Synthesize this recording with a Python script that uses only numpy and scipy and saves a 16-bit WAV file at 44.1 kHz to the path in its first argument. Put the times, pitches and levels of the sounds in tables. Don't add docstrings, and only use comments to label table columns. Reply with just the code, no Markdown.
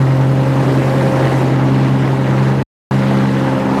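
import sys
import numpy as np
from scipy import signal
from scipy.fft import rfft, irfft
from scipy.io import wavfile
from scipy.ndimage import uniform_filter1d

SR = 44100
rng = np.random.default_rng(int(sys.argv[2]) if len(sys.argv) > 2 else 0)


def wav_out(sig):
    wavfile.write(sys.argv[1], SR, np.round(np.clip(np.atleast_2d(sig).T, -1, 1) * 32767).astype(np.int16))


N = 167580
TIME = np.arange(N) / SR

# t/s, body level/dB, treble level/dB, hiss level/dB
SWELL = [(0, -1.5, -2, -0.5), (.33, -2, -3.5, 0), (.6, -0.5, 1, 1.5), (.9, -1, 0, 4), (1.17, 4.5, 1.5, 3.5),
         (1.38, 0.5, 1.5, 4.5), (1.55, 0, -1, -2.5), (1.85, -1.5, 0.5, -2.5), (2.2, -1, -2, -1.5),
         (2.45, -.5, 1, -1), (2.62, -3, -2, -2.5), (2.92, -0.5, .5, 0.5), (3.2, 0, 2, 0),
         (3.27, -1.5, 0.5, -1), (3.55, 1.5, .5, -0.5), (3.68, 3, -.5, -2.5), (3.8, 3.5, 2, 2.5)]
FLUTTER_HZ = 90.0


def amp(db):
    return 10 ** (np.asarray(db) / 20)


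def unit(x):
    return x / np.sqrt(np.mean(x ** 2) + 1e-20)


def curves(table):
    t_s, *columns = np.transpose(table)
    return [np.interp(TIME, t_s, column) for column in columns]


def colour(x, spectrum):
    f_hz, gain_db = np.transpose(spectrum)
    bins_hz = np.fft.rfftfreq(N, 1 / SR)
    response_db = np.interp(np.log(bins_hz + 1), np.log(f_hz), gain_db)
    return irfft(rfft(x) * amp(response_db), N)


def below(x, hz):
    bins_hz = np.fft.rfftfreq(N, 1 / SR)
    return irfft(rfft(x) / (1 + (bins_hz / hz) ** 4), N)


def drift(hz):
    x = below(rng.standard_normal(N), hz)
    return unit(x - x.mean())


def tone(turns, db):
    return np.sqrt(2) * amp(db) * np.sin(2 * np.pi * (turns + rng.random()))


def bumps():
    # centre t/s, full width at 1/e/s, level/dB
    bump_times = [(2.055, .05, -24), (2.31, .045, -24.5), (2.592, 0.039, -25)]
    # f/Hz, relative density/dB
    rumble_spectrum = [(20, -29), (40, -16), (70, -4), (95, 4), (130, -4.5), (250, -26), (1000, -72)]
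    level = sum(amp(db) * np.exp(-(2 * (TIME - t_s) / width_s) ** 2) for t_s, width_s, db in bump_times)
    return level * unit(colour(rng.standard_normal(N), rumble_spectrum))


def whines(speed):
    # f at mean speed/Hz, mean level/dB
    whine_tones = [(2842, -54.5), (4716, -63.5), (5028, -63), (5356, -65.5), (6300, -65), (9695, -73),
                   (11160, -71), (12350, -73), (13824, -71.5)]
    waver_db, waver_hz, blur_hz = 3.0, 10.0, 9.0
    out = 0
    for hz, db in whine_tones:
        f_hz = hz * speed / speed.mean() + blur_hz * drift(FLUTTER_HZ)
        out = out + tone(np.cumsum(f_hz) / SR, db + waver_db * drift(waver_hz))
    return out


def clatter(crank):
    # f/Hz, relative level/dB, t60/s
    modes = [(900, -0.5, 0.047), (1620, -1.5, .015), (1937, 3, .018), (2620, -5.5, 0.0063),
             (2896, -8.5, .02), (4120, -6, 0.0085)]
    level_db, spread_db = -36, 3.5
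    taps = np.diff(np.floor(2 * crank), prepend=0)
    t = TIME[:SR // 20]
    out = 0
    for hz, db, t60_s in modes:
        ring = amp(db - 60 * t / t60_s) * np.sin(2 * np.pi * hz * t)
        out = out + signal.oaconvolve(taps * rng.standard_normal(N), ring)[:N]
    treble_db = curves(SWELL)[1]
    return amp(level_db + treble_db) * unit(out * amp(spread_db * drift(FLUTTER_HZ)))


def roar():
    # f/Hz, relative density/dB
    roar_spectrum = [(50, -32.5), (130, -4.5), (200, 0), (320, 3), (560, -6), (750, -10.5), (1500, -34.5),
                     (4000, -68)]
    # t/s, level/dB
    roar_level = [(0, -39), (.45, -36), (.7, -18.5), (.95, -23.5), (1.2, -21.5), (1.45, -20), (1.7, -29),
                  (2.1, -27.5), (2.6, -31.5), (3.2, -43), (3.8, -27)]
    return amp(curves(roar_level)[0]) * unit(colour(rng.standard_normal(N), roar_spectrum))


def turbulence():
    patch_db = 1.6
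    z = signal.stft(rng.standard_normal(N), nperseg=256)[2]
    patches = uniform_filter1d(rng.standard_normal(z.shape), size=5, axis=0)
    patches = unit(uniform_filter1d(patches, size=8, axis=1))
    return signal.istft(z * amp(patch_db * patches))[1][:N]


def rush(turns):
    # f/Hz, relative density/dB
    rush_spectrum = [(25, -35), (45, -32), (80, -22), (125, 0), (200, -1), (310, -1.5), (420, -4.5),
                     (540, -2), (690, -4.5), (880, -3.5), (1300, -9), (1700, -11), (1950, -13),
                     (2250, -15.5), (3300, -22.5), (4100, -25), (5200, -29.5), (8000, -34.5), (12000, -41),
                     (15500, -49.5)]
    level_db, flutter_db = -22.5, 0.6
    chop_depth, chop_hz = 0.34, 900
    treble_hz, hiss_hz = 1305, 6540
    air = turbulence()
    air = air + chop_depth * np.cos(2 * np.pi * 2 * turns) * below(air, chop_hz)
    air = unit(colour(air * amp(flutter_db * drift(FLUTTER_HZ)), rush_spectrum))
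    body = below(air, treble_hz)
    hiss = air - below(air, hiss_hz)
    treble = air - body - hiss
    body_db, treble_db, hiss_db = curves(SWELL)
    return amp(level_db) * (body * amp(body_db) + treble * amp(treble_db) + hiss * amp(hiss_db))


def buzz(crank, first=30, count=110):
    level_db, slope_db_per_octave, spread_db = -50.0, -10, 4.5
    multiples = np.arange(first, first + count)
    levels_db = level_db + slope_db_per_octave * np.log2(multiples / first)
    levels_db = levels_db + spread_db * rng.uniform(-1.6, 1.84, count)
    row = sum(tone(k * crank / 2, db) for k, db in zip(multiples, levels_db))
    return amp(curves(SWELL)[1]) * row


def exhaust(crank):
    # multiple of the four-stroke cycle rate, level at mid-time/dB
    exhaust_tones = [(2, -41), (3, -36.5), (4, -53), (5, -30.5), (6, -32.5), (7, -38), (8, -36), (9, -49),
                     (10, -31), (11, -33), (13, -35.5), (14, -42), (15, -44.5), (17, -41.5), (18, -47),
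                     (19, -38.5), (22, -39), (28, -43.5), (29, -45.5)]
    waver_db, waver_hz, fade_db_per_s = 0.5, 6, 1.0
    stack = sum(tone(k * crank / 2, db + waver_db * drift(waver_hz)) for k, db in exhaust_tones)
    return stack * amp(-fade_db_per_s * (TIME - TIME.mean()))


def blades(turns):
    # t/s, 2nd multiple level/dB, 3rd level/dB, 4th level/dB
    drone_levels = [(0, -10.5, -36, -26.5), (.55, -14.3, -30.5, -22), (1.1, -16.5, -29, -30),
                    (1.35, -16, -34.5, -26.5), (1.75, -13.5, -21.5, -19.5), (2.1, -15, -23.5, -23.5),
                    (2.52, -13.5, -19, -31.5), (2.62, -18, -26.5, -30), (2.92, -14, -18.5, -24.5),
                    (3.15, -16.5, -17, -23.5), (3.5, -19.5, -22.5, -20.5), (3.8, -26, -19, -20.5)]
    # multiple of blade speed, level before swell/dB
    upper_tones = [(5, -31.5), (6, -31.5), (7, -36), (9, -39), (10, -43.5), (12, -36.5), (13, -40.5),
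                   (14, -40), (15, -49), (16, -43)]
    # t/s, level/dB
    howl_level = [(0, -35.5), (.48, -25.5), (.7, -31.5), (.92, -24.5), (1.18, -20.5), (1.52, -32.5),
                  (1.9, -40), (2.38, -30), (2.6, -42), (3.05, -27), (3.28, -33.5), (3.56, -23),
                  (3.8, -34.5)]
    slip_turns, slip_hz = .004, 14.0
    low_waver_db, upper_waver_db, waver_hz = .5, 2.0, 5.0
    turns = turns + slip_turns * drift(slip_hz)
    swell_db = .9 * curves(SWELL)[0]
    low = 0
    for k, db in enumerate(curves(drone_levels), 2):
        wave = np.cos if k % 2 else np.sin
        level = np.sqrt(2) * amp(db + low_waver_db * drift(waver_hz))
        low = low + level * wave(2 * np.pi * k * turns)
    upper = sum(tone(k * turns, db + swell_db + upper_waver_db * drift(waver_hz)) for k, db in upper_tones)
    howl = tone(8 * turns, curves(howl_level)[0])
    return low + upper + howl


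def scene():
    # t/s, speed/turns per s
    blade_speed = [(0, 66.37), (0.22, 66.24), (0.5, 66.85), (0.76, 66.17), (1.0, 66.95), (1.22, 66.07),
                   (1.5, 65.87), (1.8, 66.68), (2.05, 66.48), (2.33, 66.4), (2.53, 66.84), (3.28, 66.75),
                   (3.52, 66.0), (3.8, 66.74)]
    belt_ratio = 1.1584
    speed = curves(blade_speed)[0]
    turns = np.cumsum(speed) / SR
    crank = turns / belt_ratio
    air = roar() + rush(turns)
    engine = clatter(crank) + buzz(crank) + exhaust(crank)
    return (bumps() + whines(speed) + air + engine + blades(turns))[None]


def record(dry):
    drop_start_s, drop_end_s, edge_s = 2.630, 2.909, .003
    low_cut_hz, band_limit_hz = 48.0, 15700
    from_dropout_s = np.maximum(drop_start_s - TIME, TIME - drop_end_s)
    from_ends_s = np.minimum(TIME, TIME[::-1])
    inside_s = np.minimum(from_dropout_s, from_ends_s)
    live = np.sin(np.pi / 2 * np.clip(inside_s / edge_s, 0, 1)) ** 2
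    high_pass = signal.butter(2, low_cut_hz / (SR / 2), "high", output="sos")
    cut = signal.sosfilt(high_pass, dry * live)
    low_pass = signal.firwin(1023, band_limit_hz, window=("kaiser", 9), fs=SR)
    return signal.oaconvolve(cut, low_pass[None], "same")


dry = scene()
out = record(dry)
wav_out(out)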